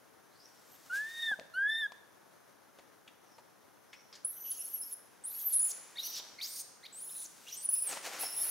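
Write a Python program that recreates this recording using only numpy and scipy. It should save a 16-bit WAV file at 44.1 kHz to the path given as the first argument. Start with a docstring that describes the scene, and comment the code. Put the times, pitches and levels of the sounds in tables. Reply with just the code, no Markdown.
"""Stone ruins in a forest: a baby macaque gives two clear, arched coos, then short yelps, squeals and rasping shrieks.
Coos and yelps are near-pure harmonics shaped by the mouth; a squeal is a high, unsteady whistle that frays into noise,
over a throat rasp and a hiss at the teeth. Hands and feet tap and thump as damped rings; dry leaves crack and scrape.
Thin gliding whistles sound far off, scattered noise echoes return from trunks and walls, and shaped noise is the air."""
import sys
import numpy as np
from scipy import signal
from scipy.fft import rfft, irfft, next_fast_len
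from scipy.io import wavfile

SR = 44100
rng = np.random.default_rng(int(sys.argv[2]) if len(sys.argv) > 2 else 0)


def generate_wav(signal):
    """Clip the signal to [-1, 1] and save it as 16-bit WAV at the path in sys.argv[1]."""
    frames = np.transpose(np.atleast_2d(signal))
    scaled = np.clip(frames, -1, 1) * 32767
    pcm = np.round(scaled).astype(np.int16)
    wavfile.write(sys.argv[1], SR, pcm)


N = 374850  # samples

# Pitch and level arches of the coos, a list per coo.
# Each row: time in seconds, pitch in Hz, fundamental level in dB, second harmonic level in dB.
COO_CONTOURS = [
    [(0.893, 1470, -46, -74), (0.911, 1410, -41.5, -61), (0.935, 1540, -34, -74), (1.005, 1712, -35.5, -70),
     (1.127, 1845, -50, -54.5), (1.227, 1848, -42.5, -40.5), (1.293, 1778, -35, -40),
     (1.325, 1653, -30.5, -55.5), (1.35, 1490, -38, -71)],
    [(1.535, 1368, -47, -57), (1.555, 1471, -43.5, -55), (1.577, 1540, -32, -58.5),
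     (1.651, 1653, -29, -62.5), (1.705, 1770, -34.5, -40.5), (1.799, 1815, -40, -40),
     (1.831, 1732, -34, -41.5), (1.863, 1637, -33, -55.5), (1.875, 1640, -52, -66)],
]
# High overtones against the second harmonic. Each entry: level of one coo in dB.
COO_BRIGHT_DB = [-6.5, -4]


def coo(contour, bright_db):
    """One clear arch: the fundamental thins and flutters where the mouth opens and the second harmonic swells."""
    start_s, end_s = contour[0][0], contour[-1][0]
    t = start_s + seconds(end_s - start_s)
    hz, first_db, second_db = follow(contour, t)
    waver = noise(len(t), 31, 31, order=4)
    mouth = amp((second_db - second_db.max()) / 2)
    wavering_hz = hz * (1 + .006 * mouth * waver)
    thinned_db = first_db - 2 * mouth * waver
    return start_s, voice(wavering_hz, thinned_db, second_db, bright_db, jitter=.003, shimmer=.035)


# Response of the mouth to overtones, read against the second harmonic. 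Each row: frequency in Hz, gain in dB.
MOUTH_RESPONSE = [(3150, -7.5), (3570, 2), (4400, -14), (5300, -21), (7200, -29.5), (10500, -18),
                  (14500, -31)]


def voice(hz, first_db, second_db, bright_db, jitter, shimmer):
    """A near-pure voice whose overtones pass the mouth."""
    n = len(hz)
    phase = phase_of(hz * (1 + jitter * noise(n, 0, 160)))
    overtones = np.zeros(n)
    for k in range(2, 9):
        level_db = read(MOUTH_RESPONSE, k * hz) - read(MOUTH_RESPONSE, 2 * hz)
        if k > 2:
            level_db = level_db + bright_db + 3.2 * noise(n, 18, 50, order=4)
        level_db = level_db + 2 * noise(n, 0, 130)
        overtones += amp(level_db) * np.sin(k * phase)
    tone = amp(first_db) * np.sin(phase) + amp(second_db) * overtones
    edges = signal.windows.tukey(n, .05)
    return np.sqrt(2) * edges * tone * (1 + shimmer * noise(n, 0, 330))


# Contours of the squeal whistles, a list per squeal. 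Each row: time in seconds, centre pitch in Hz, mean level in dB.
SQUEAL_CONTOURS = [
    [(4.247, 9740, -27), (4.266, 10550, -39.5), (4.311, 11320, -43.5), (4.332, 12300, -56),
     (4.494, 11770, -40.5), (4.515, 10660, -34.5), (4.558, 11160, -58), (4.608, 10830, -37),
     (4.632, 11800, -51), (4.652, 10860, -41.5), (4.725, 11460, -53), (4.745, 11580, -33.5),
     (4.777, 11240, -48), (4.812, 10110, -38.5), (4.855, 11420, -49), (4.91, 11520, -49.5),
     (4.926, 10500, -39), (4.947, 10420, -43)],
    [(5.237, 8220, -47), (5.255, 9500, -39), (5.323, 12460, -46), (5.355, 11390, -43.5),
     (5.437, 12150, -42), (5.475, 12250, -29.5), (5.496, 11220, -39), (5.515, 12430, -38),
     (5.54, 9500, -28.5), (5.553, 11150, -27.5), (5.603, 9780, -31), (5.668, 10210, -30),
     (5.693, 9300, -45), (5.722, 5830, -39.5)],
    [(5.982, 3607, -38.5), (6.004, 4000, -37.5), (6.024, 4600, -69), (6.034, 5746, -42.5),
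     (6.066, 5986, -44), (6.112, 5650, -52), (6.15, 6175, -45), (6.175, 4196, -51), (6.205, 3684, -48)],
    [(6.41, 3595, -40), (6.423, 4154, -39), (6.46, 5520, -43), (6.477, 7380, -54), (6.506, 8900, -49),
     (6.585, 9470, -47.5), (6.625, 8670, -44)],
    [(6.852, 3150, -56.5), (6.871, 4180, -48.5)],
    [(6.924, 7550, -55), (6.975, 8400, -48.5), (7.0, 9420, -45), (7.066, 10560, -47), (7.142, 10600, -47.5),
     (7.164, 10040, -43), (7.237, 9880, -45), (7.248, 6710, -49.5), (7.266, 6030, -45.5)],
    [(7.465, 2400, -60), (7.487, 3430, -46.5), (7.508, 4415, -64), (7.527, 5880, -43), (7.56, 6200, -50.5),
     (7.575, 8880, -45.5), (7.612, 8100, -49), (7.645, 10160, -41.5), (7.664, 9400, -29.5)],
    [(7.688, 10010, -23.5), (7.708, 10490, -39.5), (7.742, 10020, -25.5), (7.762, 10120, -41),
     (7.787, 10700, -33), (7.806, 9670, -42), (7.826, 10100, -31.5), (7.86, 10240, -45), (7.876, 8740, -33),
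     (7.91, 7980, -46), (7.932, 5890, -41.5)],
    [(8.19, 9980, -45), (8.226, 10630, -37), (8.283, 10370, -46.5), (8.355, 10740, -42),
     (8.377, 10540, -36), (8.43, 10890, -33.5), (8.475, 10180, -39), (8.52, 10720, -34)],
]
# Strain, a list per squeal. Each row: time in seconds, roughness before its fits (held to 0-1),
# throat rasp level in dB, hiss level in dB.
SQUEAL_STRAIN = [
    [(4.247, 0, -71, -52), (4.42, .03, -64, -59), (4.46, .1, -56, -57), (4.76, 0.13, -60.5, -49.5),
     (4.8, 0, -69, -56), (4.947, 0.3, -60, -52)],
    [(5.237, 0.1, -68, -58), (5.36, 0.4, -59.5, -52), (5.42, 0.78, -57.5, -42), (5.47, .05, -72, -54),
     (5.535, 0.66, -51, -50), (5.56, 0.1, -60, -56), (5.605, 0.12, -61, -54), (5.655, .03, -65, -47),
     (5.722, .8, -49, -48)],
    [(5.982, 0.13, -51, -39), (6.022, 0.17, -55.5, -56), (6.06, 0.2, -52.5, -41), (6.115, 0.4, -54, -53),
     (6.16, 0.46, -43, -49.5), (6.205, 1.1, -46, -57)],
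    [(6.42, 0.15, -42.5, -42), (6.455, 0.33, -45, -49), (6.5, 0.5, -56, -51), (6.6, 1.1, -49, -47.5)],
    [(6.852, .4, -58.5, -69)],
    [(6.924, 0.2, -65.5, -64), (7.1, 0.24, -61, -53), (7.266, 0.9, -56.5, -58)],
    [(7.465, .3, -56, -67), (7.55, 0.3, -54.5, -50), (7.59, .02, -62.5, -68), (7.665, .1, -60, -41)],
    [(7.688, .03, -57.5, -43), (7.77, 0.02, -57, -47.5), (7.932, 0.34, -60, -54)],
    [(8.19, 0.56, -48, -35), (8.27, 0, -54, -50), (8.44, 0.05, -53, -41.5)],
]
# Two throat resonances. Each row, one per squeal: lower in Hz, upper in Hz, lower against upper in dB.
THROAT_RESONANCES = [(3200, 6120, -10.5), (4050, 6360, -2.5), (4200, 5500, -4), (4970, 6000, -10),
                     (3400, 4000, 0), (3900, 6900, -5), (3300, 6000, -6), (3280, 5860, -7.5),
                     (3200, 5570, -13)]
# Spectrum of the hiss at the teeth. Each row: frequency in Hz, gain in dB.
TEETH_SPECTRUM = [(7000, -54), (8300, -17), (10000, -7), (12800, -3), (15800, -7)]
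LOWER_WIDTH_HZ, UPPER_WIDTH_HZ = 1800, 1900
WARBLE_HZ, WARBLE_PER_S, QUAVER_HZ = 79.1, 27, 80.8  # rms pitch swings, warble centre rate
CRACK_DB, SPUTTER_DB = 3, 0.7  # rms swings of roughness and of harsh level
RASP_ATTACK_S, RASP_RELEASE_S = .03, .015


def squeal(contour, strain, throat):
    """A high, unsteady whistle that frays in fits, over a rasp in the throat and a hiss at the teeth."""
    start_s, end_s = contour[0][0], contour[-1][0]
    t = start_s + seconds(end_s - start_s)
    n = len(t)
    hz, db = follow(contour, t)
    rough, rasp_db, hiss_db = follow(strain, t)
    lower_hz, upper_hz, lower_db = throat
    warble, shake_db, crack, sputter = [noise(n, WARBLE_PER_S, 40, order=4) for _ in range(4)]
    rough = np.clip(rough * amp(CRACK_DB * crack), 0, 1)
    hz = hz + WARBLE_HZ * warble
    phase = phase_of(hz + QUAVER_HZ * noise(n, 0, 300, order=4))

    # The drive builds up after the whistle starts and fades before it stops.
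    edges = np.minimum((t - start_s) / RASP_ATTACK_S, (end_s - t) / RASP_RELEASE_S)
    drive = rattle(hz, phase, rough) * np.clip(edges, 0, 1)
    upper = resonate(drive, upper_hz, UPPER_WIDTH_HZ)
    lower = resonate(drive, lower_hz, LOWER_WIDTH_HZ)
    rasp = unit(upper + amp(lower_db) * lower)
    hiss = coloured(drive, TEETH_SPECTRUM)
    harsh = amp(SPUTTER_DB * sputter) * (amp(rasp_db) * rasp + amp(hiss_db) * hiss)
    tone = amp(db + shake_db) * whistle(phase, rough)
    return start_s, gate(n) * (tone + undertones(t, phase) + harsh)


FRAY_HZ = 1710  # width of the noise around a rough whistle
FLUTTER_DB = 3  # rms


def whistle(phase, rough):
    """Roughness turns a share of the tone into noise around its pitch; the folds limit its swing."""
    n = len(phase)
    clear = unit(amp(FLUTTER_DB * noise(n, 0, 700, order=4)))
    frayed = unit(noise(n, 0, FRAY_HZ, order=3) + 1j * noise(n, 0, FRAY_HZ, order=3))
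    swing = np.sqrt(1 - rough) * clear + np.sqrt(rough) * frayed
    limited = swing / np.sqrt(1 + abs(swing) ** 2)
    return unit((limited * np.exp(1j * phase)).imag)


# Clear tones below a whistle. Each row: start in seconds, length in seconds, share of the whistle pitch, level in dB.
UNDERTONE_SPELLS = [(4.81, 0.044, 0.49, -54), (5.593, 0.15, .71, -49.5), (6.035, 0.2, 0.8, -55),
                    (7.72, 0.13, 0.845, -50), (8.233, 0.077, 0.51, -48)]


def undertones(t, phase):
    """For short spells the folds lock, and a clear tone below the whistle follows its pitch."""
    flutter = unit(amp(5 * noise(len(t), 0, 400, order=4)))
    tones = np.zeros(len(t))
    for start_s, length_s, share, db in UNDERTONE_SPELLS:
        position = 2 * (t - start_s) / length_s - 1  # -1 to 1 within the spell
        swell = np.sqrt(2 * np.maximum(1 - position ** 2, 0))
        tones += amp(db) * swell * np.sin(share * phase)
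    return flutter * tones


FLAP_LOW_HZ, FLAP_HIGH_HZ = 1400, 3000  # sought flapping rates; the low one also floors the side tones
LOCK_S = .025  # mean hold of one sought rate


def rattle(hz, phase, rough):
    """The flapping folds spread wobbling side tones around the whistle; turbulent air joins them."""
    n, flap_hz = len(hz), flapping(hz)
    flap_phase = phase_of(flap_hz)
    tones = np.zeros(n)
    for k in np.r_[-5:0, 1:8]:
        wobble = (.85 + .9 * rough) * noise(n, 0, 850, order=4)
        side_hz = hz + k * flap_hz
        audible = (side_hz > FLAP_LOW_HZ) * (side_hz < SR / 2)
        tones += audible * np.sin(phase + k * flap_phase + wobble) * amp(4.5 * noise(n, 0, 110, order=4))
    return unit(tones) + (.5 + .7 * rough) * rng.standard_normal(n)


def flapping(hz):
    """The folds lock to a half, a third, a quarter... of the pitch, with sudden jumps."""
    spell = np.cumsum(rng.random(len(hz)) < 1 / (LOCK_S * SR))
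    spell_start = np.searchsorted(spell, spell)
    wanted_hz = rng.uniform(FLAP_LOW_HZ, FLAP_HIGH_HZ, len(hz))[spell_start]
    return hz / np.maximum(np.round(hz / wanted_hz), 2)


# Short rising yelps. Each row: start in seconds, length in seconds, first pitch in Hz, last pitch in Hz,
# fundamental mid level in dB, second harmonic mid level in dB.
YELP_GLIDES = [(5.955, .027, 1720, 2255, -56.5, -53.5), (6.384, 0.023, 1900, 2433, -51.5, -57),
               (6.829, .028, 1860, 2345, -60, -59.5)]


def yelp(start_s, length_s, first_hz, last_hz, first_db, second_db, swell_db=6):
    """A short upward glide of the coo's voice, growing louder."""
    u = seconds(length_s) / length_s
    hz = first_hz + (last_hz - first_hz) * u
    swell = swell_db * (u - .5)
    return start_s, voice(hz, first_db + swell, second_db + swell, bright_db=-10, jitter=.04, shimmer=.4)


# Soft contacts of hands and feet on stone. 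Each row: start in seconds, relative level in dB, ring in Hz.
STONE_THUMPS = [(1.312, -40.5, 766), (1.388, -40.5, 635), (1.408, -46, 560)]
THUMP_T60_S, THUMP_LOW_HZ = 0.047, 238


def thump(start_s, db, hz):
    """A soft, heavy contact on stone: a few dying cycles over a low push."""
    t = seconds(THUMP_T60_S)
    ring = np.sin(2 * np.pi * hz * t)
    push = .5 * np.sin(2 * np.pi * THUMP_LOW_HZ * t)
    body = ring + push + 0.61 * noise(len(t), hz, hz)
    return start_s, amp(db - 60 * t / THUMP_T60_S) * gate(len(t)) * body


# Taps on stone and snaps of leaves. Each row: start in seconds, relative level in dB, ring in Hz, T60 in seconds.
STONE_TAPS = [(1.397, -35.5, 4000, 0.0057), (1.92, -39, 931, 0.016), (2.787, -47.5, 725, 0.058),
              (3.077, -49, 2850, 0.053), (3.382, -48, 855, 0.052), (3.93, -44.5, 2400, 0.069),
              (4.127, -49.5, 4640, 0.15), (4.153, -49, 5900, 0.069), (6.199, -44.5, 930, 0.03),
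              (7.97, -35.5, 880, 0.028), (8.233, -37.5, 686, 0.055)]


def tap(start_s, db, hz, t60_s):
    """A short, damped knock; the leaves under it crackle as they give way."""
    t = np.arange(SR // 6) / SR
    attack = 1 - np.exp(-t / 0.00044)
    body = noise(len(t), hz, .8 * hz, order=4) * attack * amp(-60 * t / t60_s)
    cracks = rng.standard_normal(len(t)) * (.3 + (rng.random(len(t)) < 2000 / SR))
    crackle = coloured(cracks, [(400, -10), (2000, 0), (7000, -9), (12000, -24)])  # (Hz, dB)
    crackle = crackle * amp(-60 * (t / t60_s) ** 1.5)
    return start_s, amp(db - 1) * (body + 0.34 * crackle)


# Pushes of a body through leaves. Each row: peak time in seconds, relative peak level in dB,
# swell in seconds, fade in seconds.
LEAF_SHUFFLES = [(5.73, -58, 0.81, 0.84), (6.19, -61, 0.55, 1), (7.925, -41, 0.087, 0.12),
                 (7.973, -46, 0.03, 0.041), (8.058, -39, 0.044, 0.091), (8.135, -43.5, 0.054, 0.13),
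                 (8.235, -44.5, 0.21, 0.12), (8.48, -51, 0.48, 0.62)]
# Light brushes over leaves. Each row: peak time in seconds, relative peak level in dB,
# swell in seconds, fade in seconds.
LEAF_BRUSHES = [(0.961, -46, 0.052, 0.071), (1.25, -54.5, 0.94, 0.17), (7.5, -58.5, .8, 0.38)]
# Spectrum of the pushed leaves. Each row: frequency in Hz, gain in dB.
LEAF_SPECTRUM = [(40, -33), (120, -14.5), (580, 3), (2300, 0), (3700, -4), (6000, -2), (15000, -15)]
STIR_RANGE_DB = 20  # rise over the swell, drop over the fade


def rustle(peak_s, peak_db, swell_s, fade_s, spectrum, cracks_per_s, spread_db):
    """Dry leaves: a dense run of tiny cracks of uneven size over a soft scrape, swelling and fading."""
    t = seconds(swell_s + fade_s) - swell_s
    n = len(t)
    db = peak_db - STIR_RANGE_DB * np.maximum(-t / swell_s, t / fade_s)
    crack_size = amp(spread_db * np.minimum(rng.exponential(1, n), 3))
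    cracks = (rng.random(n) < cracks_per_s / SR) * rng.standard_normal(n) * crack_size
    scrape = 0.86 * rng.standard_normal(n)
    return peak_s - swell_s, gate(n) * amp(db) * coloured(unit(cracks) + scrape, spectrum)


# Distant whistles. Each row: start in seconds, length in seconds, first pitch in Hz, last pitch in Hz,
# relative level in dB.
FAR_WHISTLES = [(0.281, .2, 3540, 5920, -62.5), (0.654, 0.11, 12700, 12100, -60),
                (3.199, 0.17, 6300, 5220, -69.5), (3.851, 0.18, 5100, 5730, -64.5)]
WHISTLE_PEAK = 0.89  # share of the length


def far_whistle(start_s, length_s, first_hz, last_hz, db):
    """A thin gliding whistle, blurred by distance."""
    u = seconds(length_s) / length_s
    hz = first_hz + (last_hz - first_hz) * u
    swell = np.interp(u, [0, WHISTLE_PEAK, 1], [0, 1, 0])
    blurred = unit(np.sin(phase_of(hz)) * noise(len(hz), 0, 520))
    return start_s, swell * amp(db) * blurred


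# Echo decay. Each row: frequency in Hz, T60 in seconds.
ECHO_T60_S = [(1500, 0.86), (7000, 0.78), (14000, 0.35)]
# Echo spectrum; foliage soaks up the highest notes. Each row: frequency in Hz, gain in dB.
ECHO_SPECTRUM = [(1700, -4.5), (6000, -3.5), (10000, -5)]


def forest(x, apart):
    """Scattered echoes from trunks and walls, the treble dying first."""
    reflections = rng.standard_normal((2, SR)) * (rng.random((2, SR)) < .1)
    hz, t, z = signal.stft(reflections, SR, nperseg=256)
    decay_db = 60 * t / read(ECHO_T60_S, hz)[:, None]
    fade = amp(read(ECHO_SPECTRUM, hz)[:, None] - decay_db) * np.minimum(t / 0.0013, 1)
    mid, side = signal.istft(z * fade, SR, nperseg=256)[1]
    tail = np.array([mid + apart * side, mid - apart * side]) / np.linalg.norm(mid)
    return signal.fftconvolve(x[None], tail, axes=1)[:, :N]


# Spectrum of the air. Each row: frequency in Hz, gain in dB.
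AIR_SPECTRUM = [(25, -40), (55, -16.5), (110, 0), (420, 3), (1570, -1.5), (2560, -11.5), (4870, -14),
                (6210, -10.5), (7700, -19.5), (10100, -12.5), (15500, -19)]
# Stereo likeness of the air. Each row: frequency in Hz, left-right correlation from -1 to 1.
AIR_LIKENESS = [(150, -0.31), (450, -0.32), (900, 0.54)]
# Stereo lean of the air. Each row: frequency in Hz, left over right in dB.
AIR_LEAN = [(70, -8.5), (300, 7.5), (2000, 0.5)]
AIR_DB = -62


def air():
    """The soft wash of the forest: noise wide in the bass, central in the treble, its level wandering slightly."""
    hz = np.fft.rfftfreq(N, 1 / SR)
    a, b = rfft(rng.standard_normal((2, N)))
    same = np.clip(read(AIR_LIKENESS, hz), -1, 1)
    lean_db = read(AIR_LEAN, hz) / 2
    left = a * amp(lean_db)
    right = (same * a + np.sqrt(1 - same ** 2) * b) * amp(-lean_db)
    wash = irfft(np.array([left, right]) * amp(read(AIR_SPECTRUM, hz)), N)
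    return unit(wash) * amp(AIR_DB + 0.63 * noise(N, 0, 33))


def amp(db):
    """Decibels to gain."""
    return 10 ** (np.asarray(db) / 20)


def unit(x):
    """Scales to rms 1."""
    return x / np.sqrt(np.mean(abs(x) ** 2) + 1e-20)


def read(points, hz):
    """Reads a table on a log-frequency axis."""
    f, value = np.transpose(points)
    return np.interp(np.log(hz + 1), np.log(f + 1), value)


def follow(table, t):
    """Each column of a (s, ...) table at the times t."""
    when, *columns = np.transpose(table)
    return [np.interp(t, when, column) for column in columns]


def seconds(length_s):
    """Sample times of a sound of this length."""
    return np.arange(0, length_s, 1 / SR)


def phase_of(hz):
    """Running phase of a pitch curve."""
    return 2 * np.pi * np.cumsum(hz) / SR


def gate(size):
    """Soft edges of 3 ms."""
    return signal.windows.tukey(size, .006 * SR / size)


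def noise(size, hz, width_hz, order=2):
    """Noise in a resonance, cut from a stretch of rms 1; around 0 Hz it is a slow wander."""
    return resonate(rng.standard_normal(size + 4096), hz, width_hz, order)[:size]


def resonate(x, hz, width_hz, order=2):
    """Passes a sound through one resonance, to rms 1."""
    length = next_fast_len(len(x))
    f = np.fft.rfftfreq(length, 1 / SR)
    response = (1 + (2 * (f - hz) / width_hz) ** 2) ** (-order / 2)
    return unit(irfft(rfft(x, length) * response, length)[:len(x)])


def coloured(x, spectrum):
    """Filters by a (Hz, dB) table, to rms 1."""
    length = next_fast_len(len(x) + 512)
    gain = amp(read(spectrum, np.fft.rfftfreq(length, 1 / SR)))
    return unit(irfft(rfft(x, length) * gain, length)[:len(x)])


def add(mix, start_s, sound):
    """Adds a sound into the mix at start_s."""
    part = mix[max(round(start_s * SR), 0):][:len(sound)]
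    part += sound[:len(part)]


def scene():
    """The baby's calls in the middle, small movements just left of it, all in the forest."""
    coos, cries, ground, far = np.zeros((4, N))
    for call in zip(COO_CONTOURS, COO_BRIGHT_DB):
        add(coos, *coo(*call))
    for call in zip(SQUEAL_CONTOURS, SQUEAL_STRAIN, THROAT_RESONANCES):
        add(cries, *squeal(*call))
    for row in YELP_GLIDES:
        add(cries, *yelp(*row))
    for row in STONE_THUMPS:
        add(ground, *thump(*row))
    for row in STONE_TAPS:
        add(ground, *tap(*row))
    for row in LEAF_SHUFFLES:
        add(ground, *rustle(*row, LEAF_SPECTRUM, cracks_per_s=2500, spread_db=1.5))
    brush_spectrum = [(100, -16), (6000, 0), (15000, -8)]  # (Hz, dB)
    for row in LEAF_BRUSHES:
        add(ground, *rustle(*row, brush_spectrum, cracks_per_s=4000, spread_db=3.5))
    for row in FAR_WHISTLES:
        add(far, *far_whistle(*row))
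    direct = coos + cries + ground * amp([[.7], [-.7]]) + amp(-1.0) * far
    sent = amp(-23.0) * coos + amp(-10.0) * cries + amp(-10.5) * ground + amp(-6) * far
    return direct + forest(sent, apart=0.66) + air()


LOW_CUT_HZ, EDGE_HZ = 42, 15800


def record(dry):
    """The recorder's low cut and band limit."""
    low_cut = signal.butter(2, LOW_CUT_HZ, "highpass", fs=SR, output="sos")
    band_limit = signal.firwin(511, EDGE_HZ, window=("kaiser", 9), fs=SR)
    return signal.oaconvolve(signal.sosfilt(low_cut, dry), band_limit[None], "same")


dry = scene()
out = record(dry)
generate_wav(out)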